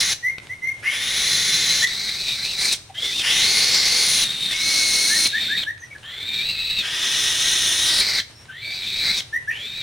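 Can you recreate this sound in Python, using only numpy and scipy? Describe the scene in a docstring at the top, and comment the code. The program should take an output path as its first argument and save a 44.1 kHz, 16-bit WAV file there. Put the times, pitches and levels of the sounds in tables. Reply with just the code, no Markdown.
"""A harsh screech opens the scene. Two young falcons beg beside a thatched hut by a pond: one's rasping
screeches alternate with the other's hoarse rising wails. Both are turbulent air exciting throat
resonances; each cry scoops up and swells as the beak opens, holds, then bends away. Short rising
whistles, thin peeps and a few taps sound in between. Nearby surfaces and the trees echo them over
quiet open air and the drone of a far motor."""
import sys
import numpy as np
from scipy import signal
from scipy.fft import rfft, irfft, next_fast_len
from scipy.io import wavfile

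SR = 44100
rng = np.random.default_rng(int(sys.argv[2]) if len(sys.argv) > 2 else 0)


def int16_out(signal):
    """Quantize to a 16-bit WAV file."""
    q = np.round(np.clip(np.atleast_2d(signal).T, -1, 1) * 32767)
    wavfile.write(sys.argv[1], SR, q.astype(np.int16))


N = 433062
TIME = np.arange(N) / SR


def undb(db):
    """Decibels to amplitude gain."""
    return 10 ** (np.asarray(db) / 20)


def unit(x):
    """Normalisation to rms 1."""
    return x / np.sqrt(np.mean(np.abs(x) ** 2))


def add(out, start, x):
    """Superposition: mix x into out from a start in seconds."""
    i = max(int(start * SR), 0)
    out[i:i + len(x)] += x[:max(len(out) - i, 0)]


def delayed(x, ms):
    """Propagation delay: the same sound, milliseconds later."""
    return np.concatenate([np.zeros(round(ms * SR / 1000)), x])[:len(x)]


def colour(x, points):
    """Spectral shaping by a (Hz, dB) outline."""
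    hz, db = np.transpose(points)
    size = next_fast_len(len(x))
    bin_hz = np.maximum(np.fft.rfftfreq(size, 1 / SR), 1)
    gain = undb(np.interp(np.log(bin_hz), np.log(hz), db))
    return irfft(rfft(x, size) * gain, size)[:len(x)]


def flutter(n, hz, order=2):
    """Random fluctuation: complex noise of rms 1, low-passed at hz."""
    lead = SR // 20
    noise = rng.standard_normal((n + lead, 2)) @ np.array([1, 1j])
    lowpass = signal.butter(order, min(hz, SR / 3), fs=SR, output="sos")
    return unit(signal.sosfilt(lowpass, noise)[lead:])


def ring(n, hz, width, order=2):
    """Noise-driven resonance, steady or gliding; its real part has rms 1. Order steepens the skirts."""
    carrier = np.exp(2j * np.pi * np.cumsum(hz * np.ones(n)) / SR)
    return np.sqrt(2) * flutter(n, width / 2, order) * carrier


def sing(n, hz, width):
    """Saturation: a resonance on the edge of self-oscillation limits its swings and holds firmer."""
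    swing = ring(n, hz, width)
    return np.sqrt(2) * unit(swing / np.sqrt(1 + np.abs(swing) ** 2))


def blend(tone, breath, share_db):
    """Incoherent addition: a tone and its noisy surround mix at constant power."""
    return (undb(share_db) * tone + breath) / np.sqrt(1 + undb(2 * share_db))


def rattle(n, hz, depth_db):
    """Amplitude modulation: membranes slap irregularly and chop the air stream."""
    return unit(undb(depth_db * flutter(n, hz).real))


# The spectrum of the open air. Each row: frequency in Hz, relative level in dB.
AIR_SPECTRUM = [(15, -33), (25, -12), (121, -13.5), (311, -12.5), (907, -16.5), (1230, -19), (1670, -16),
                (3870, -18.5), (4630, -24.5), (5970, -23), (7900, -27.5), (8970, -20), (11000, -36),
                (14300, -60), (22000, -120)]


def countryside():
    """Ambient noise: broadband air wavers in level over the narrow-band drone of a far motor."""
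    mid, side = (unit(colour(rng.standard_normal(N), AIR_SPECTRUM)) for _ in range(2))
    drone = undb(-51) * ring(N, hz=110, width=59).real
    air_db = -50.5 + 3 * flutter(N, hz=6).real
    return undb(air_db) * (mid + undb(-6) * side * np.array([[1], [-1]])) + drone


def yard(x, wet_db, t60, echo_db):
    """Reverberation: hut and ground reflect a few echoes; trees scatter a different tail to each ear."""
    t = TIME[:SR // 2]
    early = sum(undb(echo_db - 6.4 * k) * delayed(x, ms) for k, ms in enumerate([17, 31, 46]))
    decay = undb(-60 * t / t60) * (1 + 3.8 * np.exp(-t / .0087)) * (t > .002)
    ears = []
    for _ in range(2):
        tail = unit(rng.standard_normal(len(t)) * decay) / np.sqrt(len(t))
        tail = colour(tail, [(200, 3.5), (4000, 1.5), (9000, 3.5), (15000, -46)])
        ears.append(x + early + undb(wet_db) * signal.fftconvolve(x, tail)[:N])
    return np.array(ears)


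def reflect(x, near_ms, near, far_ms, far):
    """Comb filtering: reflections from two close surfaces interfere with the direct sound."""
    combed = x + near * delayed(x, near_ms) + far * delayed(x, far_ms)
    return combed / np.sqrt(1 + near ** 2 + far ** 2)


# Small taps. Each row: start in seconds, relative level in dB.
TAP_EVENTS = [(0.383, -19), (0.47, -27), (5.779, -34), (5.983, -34), (8.455, -31)]


def taps():
    """Heavy damping: dry little knocks die within milliseconds."""
    out, t = np.zeros(N), TIME[:SR // 20]
    for start, db in TAP_EVENTS:
        knock = ring(len(t), hz=2700, width=3400).real * np.exp(-t / .002)
        add(out, start, undb(db - 6) * knock)
    return out


def glide(length, first_hz, last_hz, waver, bend):
    """Frequency sweep: phase and envelope of a short note that swells, then stops quickly."""
    n = int(length * SR)
    progress = np.arange(n) / n
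    hz = first_hz + (last_hz - first_hz) * progress ** bend
    hz *= 1 + waver * flutter(n, hz=160).real
    swell = np.sqrt(2) * np.sin(np.pi * progress ** 1.15) ** .75
    return 2 * np.pi * np.cumsum(hz) / SR, swell


# Thin hoarse notes, alone or inside a cry. Each row: start and length in seconds,
# first and last pitch in Hz, level in dB.
PEEP_NOTES = [(0.94, 0.91, 3524, 3510, -30.5), (2.27, .1, 3810, 3730, -31), (2.891, 0.028, 817, 745, -40),
              (2.944, 0.032, 1565, 1800, -43), (2.969, 0.039, 3130, 3280, -27),
              (3.02, 0.029, 3370, 3464, -21.5), (3.05, 0.086, 2096, 1914, -36),
              (3.151, 0.076, 3610, 3580, -26.5), (5.78, 0.098, 6500, 5750, -48.5),
              (5.901, 0.044, 2270, 2250, -38), (5.946, 0.025, 1750, 1660, -36.5),
              (8.319, 0.14, 5470, 5520, -50.5), (8.482, 0.047, 1550, 1540, -36),
              (8.522, 0.091, 1650, 2140, -37), (8.616, 0.136, 2278, 2325, -31.5),
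              (8.624, 0.16, 4340, 4720, -35)]


def peeps():
    """Jitter and shimmer: random pitch and amplitude modulation roughen thin sine tones."""
    out = np.zeros(N)
    for start, length, first_hz, last_hz, db in PEEP_NOTES:
        phase, swell = glide(length, first_hz, last_hz, waver=.0245, bend=.9)
        add(out, start, undb(db) * swell * np.sin(phase) * rattle(len(phase), hz=120, depth_db=4.5))
    return out


# Rising whistles. Each row: start and length in seconds, first and last pitch in Hz, level in dB.
WHISTLE_NOTES = [(0.225, 0.086, 1872, 2161, -20.5), (0.491, 0.049, 1927, 2170, -29),
                 (0.617, 0.095, 2030, 2162, -22), (0.848, 0.0486, 1970, 2244, -20),
                 (1.818, 0.04, 1738, 2052, -16.5), (5.085, 0.096, 1595, 1960, -24.5),
                 (5.325, 0.064, 1573, 1950, -22), (5.478, 0.092, 1454, 2015, -25.5),
                 (5.661, 0.051, 1590, 1960, -24.5), (5.818, 0.029, 1790, 1993, -34.5),
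                 (9.325, 0.055, 1700, 2017, -21), (9.473, 0.046, 1623, 1974, -21.5)]


def whistles():
    """Nearly simple harmonic motion: upward slurs with a trace of the second harmonic."""
    out = np.zeros(N)
    for start, length, first_hz, last_hz, db in WHISTLE_NOTES:
        phase, swell = glide(length, first_hz, last_hz, waver=.011, bend=.91)
        add(out, start, undb(db) * swell * (np.sin(phase) + undb(-36) * np.sin(2 * phase)))
    return out


def beak(length, first_hz, held_hz, last_hz, opening, closing):
    """Cavity tuning by the beak: time, how shut it still is (1 to 0), gliding pitch and a soft gate."""
    attack_s, release_s = .007, .0082
    t = TIME[:int(length * SR)]
    shut, ending = np.exp(-t / opening), np.exp((t - length) / closing)
    hz = held_hz + (first_hz - held_hz) * shut + (last_hz - held_hz) * ending
    gate = np.clip(np.minimum(t / attack_s, (length - t) / release_s), 0, 1)
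    return t, shut, hz, gate


def arches(t, rows):
    """Superposed raised-cosine pulses, giving one curve for each height column."""
    return sum(np.outer(heights, np.cos(np.pi * np.clip((t - middle) / length, -.5, .5)) ** 2)
               for middle, length, *heights in rows)


# The birds press harder or ease off. Each row: middle and length in seconds,
# then gain, extra rasp and extra sizzle in dB.
BREATH_PUSHES = [(1.04, 0.49, -2, -1, -2.5), (2.01, 0.12, 1, 3, -1), (2.143, 0.11, -2, 0, -1),
                 (2.293, 0.093, 3, -2, -3), (2.642, 0.24, 4.5, 3.5, 8), (2.732, 0.044, 6.5, 8.5, 13.5),
                 (3.095, 0.087, -5, 3, -1), (3.235, 0.044, -3.5, 3, 4), (3.346, 0.51, 1.5, 0, 0.5),
                 (3.572, .14, 1, 0, 2.5), (3.78, 0.29, 0, 4.5, -6), (4.112, 0.34, -1.5, 2.5, 8),
                 (4.532, .12, 0.5, 5, 2), (5.262, 0.033, 5, -8, -13), (6.37, 0.12, 1.5, 4, -2),
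                 (6.577, 0.14, -2, -4, -2), (6.797, 0.083, 3.5, 6, 2), (6.827, .05, -2.5, 5, 4),
                 (7.94, 0.23, 1.5, 0, -3), (8.732, 0.2, -5, 6, 1), (9.065, .3, 3, -0.5, 0),
                 (9.18, 0.072, -0.5, 11.5, 6)]
# The resonances bend for a moment, most of all in flight. Each row: middle and length in seconds,
# then the shifts of the throat, main and rasp resonances in octaves.
RESONANCE_BENDS = [(1.06, .14, -0.032, -.07, 0), (2.03, .12, 0.02, .06, -0.0036),
                   (2.227, .17, 0.24, 0.0017, 0), (2.315, .16, 0.23, -0.066, 0), (2.502, 0.19, .35, 0, 0),
                   (2.66, .13, 0.071, 0.081, 0.16), (2.737, 0.15, 0.28, -0.0072, 0.079),
                   (3.175, .17, .36, -0.0014, -0.014), (3.379, .16, -0.044, -0.057, 0.1),
                   (3.499, .12, 0, .04, 0.028), (3.782, .3, 0, 0, -.2), (4.001, .16, 0, 0.026, 0),
                   (4.42, .2, .16, -0.009, 0.015), (6.38, 0.22, -0.047, -0.031, -0.014),
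                   (6.495, .15, 0.098, .05, 0.087), (7.7, .2, -.03, -0.042, 0),
                   (7.96, 0.31, 0.036, 0.0011, -0.26), (8.645, .14, .14, .05, -0.13),
                   (8.768, .1, 0.061, 0.054, 0.013), (8.87, .13, 0.054, -.06, -0.015),
                   (9.079, .24, -0.16, 0.051, 0.015)]


def articulation(t):
    """Slow modulation of a voice: changes of level, bends of the resonances and unsteady effort."""
    return arches(t, BREATH_PUSHES), arches(t, RESONANCE_BENDS), flutter(len(t), hz=12.17).real


# The throat and the rasp swell by these multiples of the main band's swell in dB.
SCREECH_THROAT_SWELL, WAIL_THROAT_SWELL, RASP_SWELL = .078, .88, 1.63

# One bird's wails. Each row: start and length in seconds; first, held and last pitch in Hz; opening and
# closing time constants in seconds; level and swell in dB; first and held throat frequency in Hz;
# throat and rasp in dB relative to the level; growth of rasp and sizzle in dB per second.
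WAIL_CRIES = [(1.865, 0.889, 3680, 3982, 3853, 0.049, .04, -29, -0.5, 1995, 2140, -7, -7, -1),
              (2.94, 0.287, 3076, 3632, 3590, .08, 0.028, -25.5, 14.5, 1940, 2203, -8.5, -5, 4),
              (4.235, 0.31, 3700, 3694, 3623, 0.045, 0.039, -26, 2, 2340, 2394, -10, -13.5, 0),
              (5.274, 0.37, 3860, 3644, 3836, 0.029, 0.052, -26, 6, 2550, 2315, -10, -17.5, -6),
              (6.025, 0.808, 3010, 3970, 3736, 0.21, 0.074, -23.5, 19, 1593, 2666, -6.5, -18.5, -7),
              (8.002, 0.21, 4235, 4160, 3780, .05, 0.0201, -23.5, -1, 2107, 2165, -5.5, -6, -9),
              (8.488, 0.724, 2847, 3883, 3760, .13, 0.028, -25, 28, 1550, 2410, -7, -14, 10),
              (9.5, 0.33, 2326, 4030, 4120, 0.13, 0.035, -29.5, 7, 2330, 2420, -7, -17, -1)]
# The timbre of each wail. Each row: core width in Hz, core share in dB, throat width in Hz,
# sizzle in dB relative to the wail's rasp setting.
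WAIL_TIMBRES = [(265, 0, 280, -8), (130, 0, 110, -7), (82, 3, 1330, -0.5), (102.7, 2.5, 510, -8),
                (173, 4, 135, -10), (220, -6.5, 350, -12.5), (150, -1, 240, -10), (142, 6, 220, -15)]


def wail(row, core_width, core_db, throat_width, sizzle_db):
    """Common modulation: beak half closed, a hoarse whistle and the throat resonance quaver together."""
    start, *shape, db, swell_db, throat_first_hz, throat_held_hz, throat_db, rasp_db, growth = row
    t, shut, hz, gate = beak(*shape)
    n, weak_db = len(t), -swell_db * shut
    (push_db, rough_db, bright_db), (throat_bend, main_bend, rasp_bend), effort = articulation(start + t)
    snap = 1 - .248 * np.exp((t - t[-1]) / .012)  # the resonances drop as the beak snaps shut
    hz = hz * 2 ** main_bend * snap
    throat_hz = (throat_held_hz + (throat_first_hz - throat_held_hz) * shut) * 2 ** throat_bend * snap
    quaver = 1 + .01453 * flutter(n, hz=21.4).real
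    core = sing(n, hz * quaver, core_width)
    main = undb(weak_db) * blend(core, ring(n, 1.045 * hz, width=1120, order=3), core_db)
    tone = ring(n, throat_hz * quaver, throat_width)
    breath = ring(n, .94 * throat_hz, width=1090, order=3)
    throat = undb(throat_db + WAIL_THROAT_SWELL * weak_db) * blend(tone, breath, share_db=4.5)
    rasp = undb(rough_db + 1.5) * ring(n, 4950 * 2 ** rasp_bend, width=2400)
    sizzle = undb(sizzle_db + bright_db) * ring(n, 8800, width=2600)
    harsh = undb(rasp_db + RASP_SWELL * weak_db + growth * (t - t.mean())) * (rasp + sizzle)
    envelope = undb(db + push_db + 2.3 * effort) * gate
    return (main + throat + harsh).real * rattle(n, hz=218, depth_db=2) * envelope


# The near bird's screeches. Each row: start and length in seconds; first, held and last pitch in Hz;
# opening and closing time constants in seconds; level and swell in dB; throat, rasp and sizzle in dB
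# relative to the level; growth of the sizzle in dB per second.
SCREECH_CRIES = [(0.0, 0.14, 4050, 4040, 3940, .01, 0.021, -23, -14, -2, 0.5, -8.5, 0),
                 (0.824, 1.03, 2245, 4067, 3730, 0.13, .025, -22, 14, -6.5, -1, -8, -8.5),
                 (3.222, 1.027, 2450, 4408, 3709, .135, .13, -20, 2.5, -8, -3, -11.5, 2),
                 (4.5, 0.78, 3096, 4247, 3990, .07, .06, -21.5, 15, -6, -0.5, -6.5, 10),
                 (6.821, 1.195, 3200, 3630, 3952, 0.19, .14, -21.5, 8.5, -10.5, -1, -9, 5.5)]
# The timbre of each screech. Each row: throat frequency and width in Hz, throat tone share in dB,
# its scoop time in seconds, core width in Hz, core share in dB, sizzle centre and main band width in Hz.
SCREECH_TIMBRES = [(2064, 320, 6, 0.00145, 44, -6, 9950, 1250),
                   (2052, 400, 4.5, 0.018, 98, -3.5, 10050, 1210),
                   (2160, 240, 1, 0.069, 190, -5, 9750, 1360), (2185, 46, 5, 0.015, 290, 1.5, 9400, 1170),
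                   (1880, 170, 0.5, .04, 380, -1, 9400, 1260)]


def screech(row, throat_hz, throat_width, tone_db, scoop_s, core_width, core_db, sizzle_hz, main_width):
    """Broadband excitation: beak wide open, strong turbulence rings all resonances of the throat."""
    start, *shape, db, swell_db, throat_db, rasp_db, sizzle_db, growth = row
    onset_s, fade_s, fade_db = .0078, .068, -10
    t, shut, hz, gate = beak(*shape)
    n, weak_db = len(t), -swell_db * shut
    (push_db, rough_db, bright_db), (throat_bend, main_bend, rasp_bend), effort = articulation(start + t)
    hz = hz * 2 ** main_bend * (1 + .008 * effort)
    scoop = 1 - .25 * np.exp(-t / scoop_s)  # the lowest resonance rises as the beak opens
    tone_hz = throat_hz * scoop * 2 ** throat_bend * (1 + .01417 * effort)
    core = sing(n, hz, core_width)
    main = undb(weak_db) * blend(core, ring(n, .975 * hz, main_width), core_db)
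    tone = sing(n, tone_hz, throat_width) * undb(fade_db * np.exp((t - t[-1]) / fade_s))
    breath = ring(n, 1.08 * throat_hz, width=1100)
    throat = undb(throat_db + SCREECH_THROAT_SWELL * weak_db) * blend(tone, breath, tone_db)
    rasp_hz = 5900 * 2 ** (rasp_bend - .25 * shut)  # starts a quarter octave low
    rasp = undb(-3) * ring(n, rasp_hz, width=1370, order=3) + undb(-11.5) * ring(n, 7000, width=1500)
    sizzle = undb(sizzle_db + bright_db + growth * (t - t.mean())) * ring(n, sizzle_hz, width=1430)
    harsh = undb(RASP_SWELL * weak_db) * (undb(rasp_db + rough_db) * rasp + sizzle)
    envelope = undb(db + push_db + .88 * effort) * gate * (1 - np.exp(-t / onset_s))
    return (main + throat + harsh).real * rattle(n, hz=466, depth_db=1.5) * envelope


# Close reflections of each screech. Each row: near delay in milliseconds, near gain,
# far delay in milliseconds, far gain.
SCREECH_REFLECTIONS = [(3.06, -.24, 5.19, .3), (3.06, -.2, 5.19, .28), (3.08, -.2, 5.1, 0),
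                       (3.11, .3, 5.1, 0), (3.13, .42, 5.1, 0)]


def falcons():
    """Interference: close reflections colour one bird's screeches and the other's wails."""
    out = np.zeros(N)
    for row, timbre, reflections in zip(SCREECH_CRIES, SCREECH_TIMBRES, SCREECH_REFLECTIONS):
        add(out, row[0], reflect(screech(row, *timbre), *reflections))
    for row, timbre in zip(WAIL_CRIES, WAIL_TIMBRES):
        add(out, row[0], reflect(wail(row, *timbre), near_ms=3.11, near=-.08, far_ms=5.13, far=.22))
    return out


def scene():
    """Superposition: the birds, the taps and the more reverberant whistles sound over the open air."""
    pan = undb(np.array([[.35], [-.35]]))  # slightly left
    foreground = yard(peeps() + taps() + falcons(), wet_db=-11.5, t60=.48, echo_db=-12.5) * pan
    return foreground + yard(whistles(), wet_db=-4, t60=.45, echo_db=-7) + countryside()


def record(dry):
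    """Saturation and aliasing: peaks round off; dropped samples add faint images every 3.9 kHz."""
    ceiling, inner_rate = .6, 48000
    band_limit = signal.ellip(10, .2, 60, 11050, fs=SR, output="sos")
    top_cut = signal.ellip(10, .2, 70, 15850, fs=SR, output="sos")
    rounded = dry / (1 + (dry / ceiling) ** 6) ** (1 / 6)
    upsampled = signal.resample_poly(signal.sosfilt(band_limit, rounded), inner_rate, SR, axis=1)
    aliased = upsampled[:, np.arange(N) * inner_rate // SR]
    hiss = undb(-76) * rng.standard_normal(N)
    return signal.sosfilt(top_cut, aliased + hiss)


dry = scene()
out = record(dry)
int16_out(out)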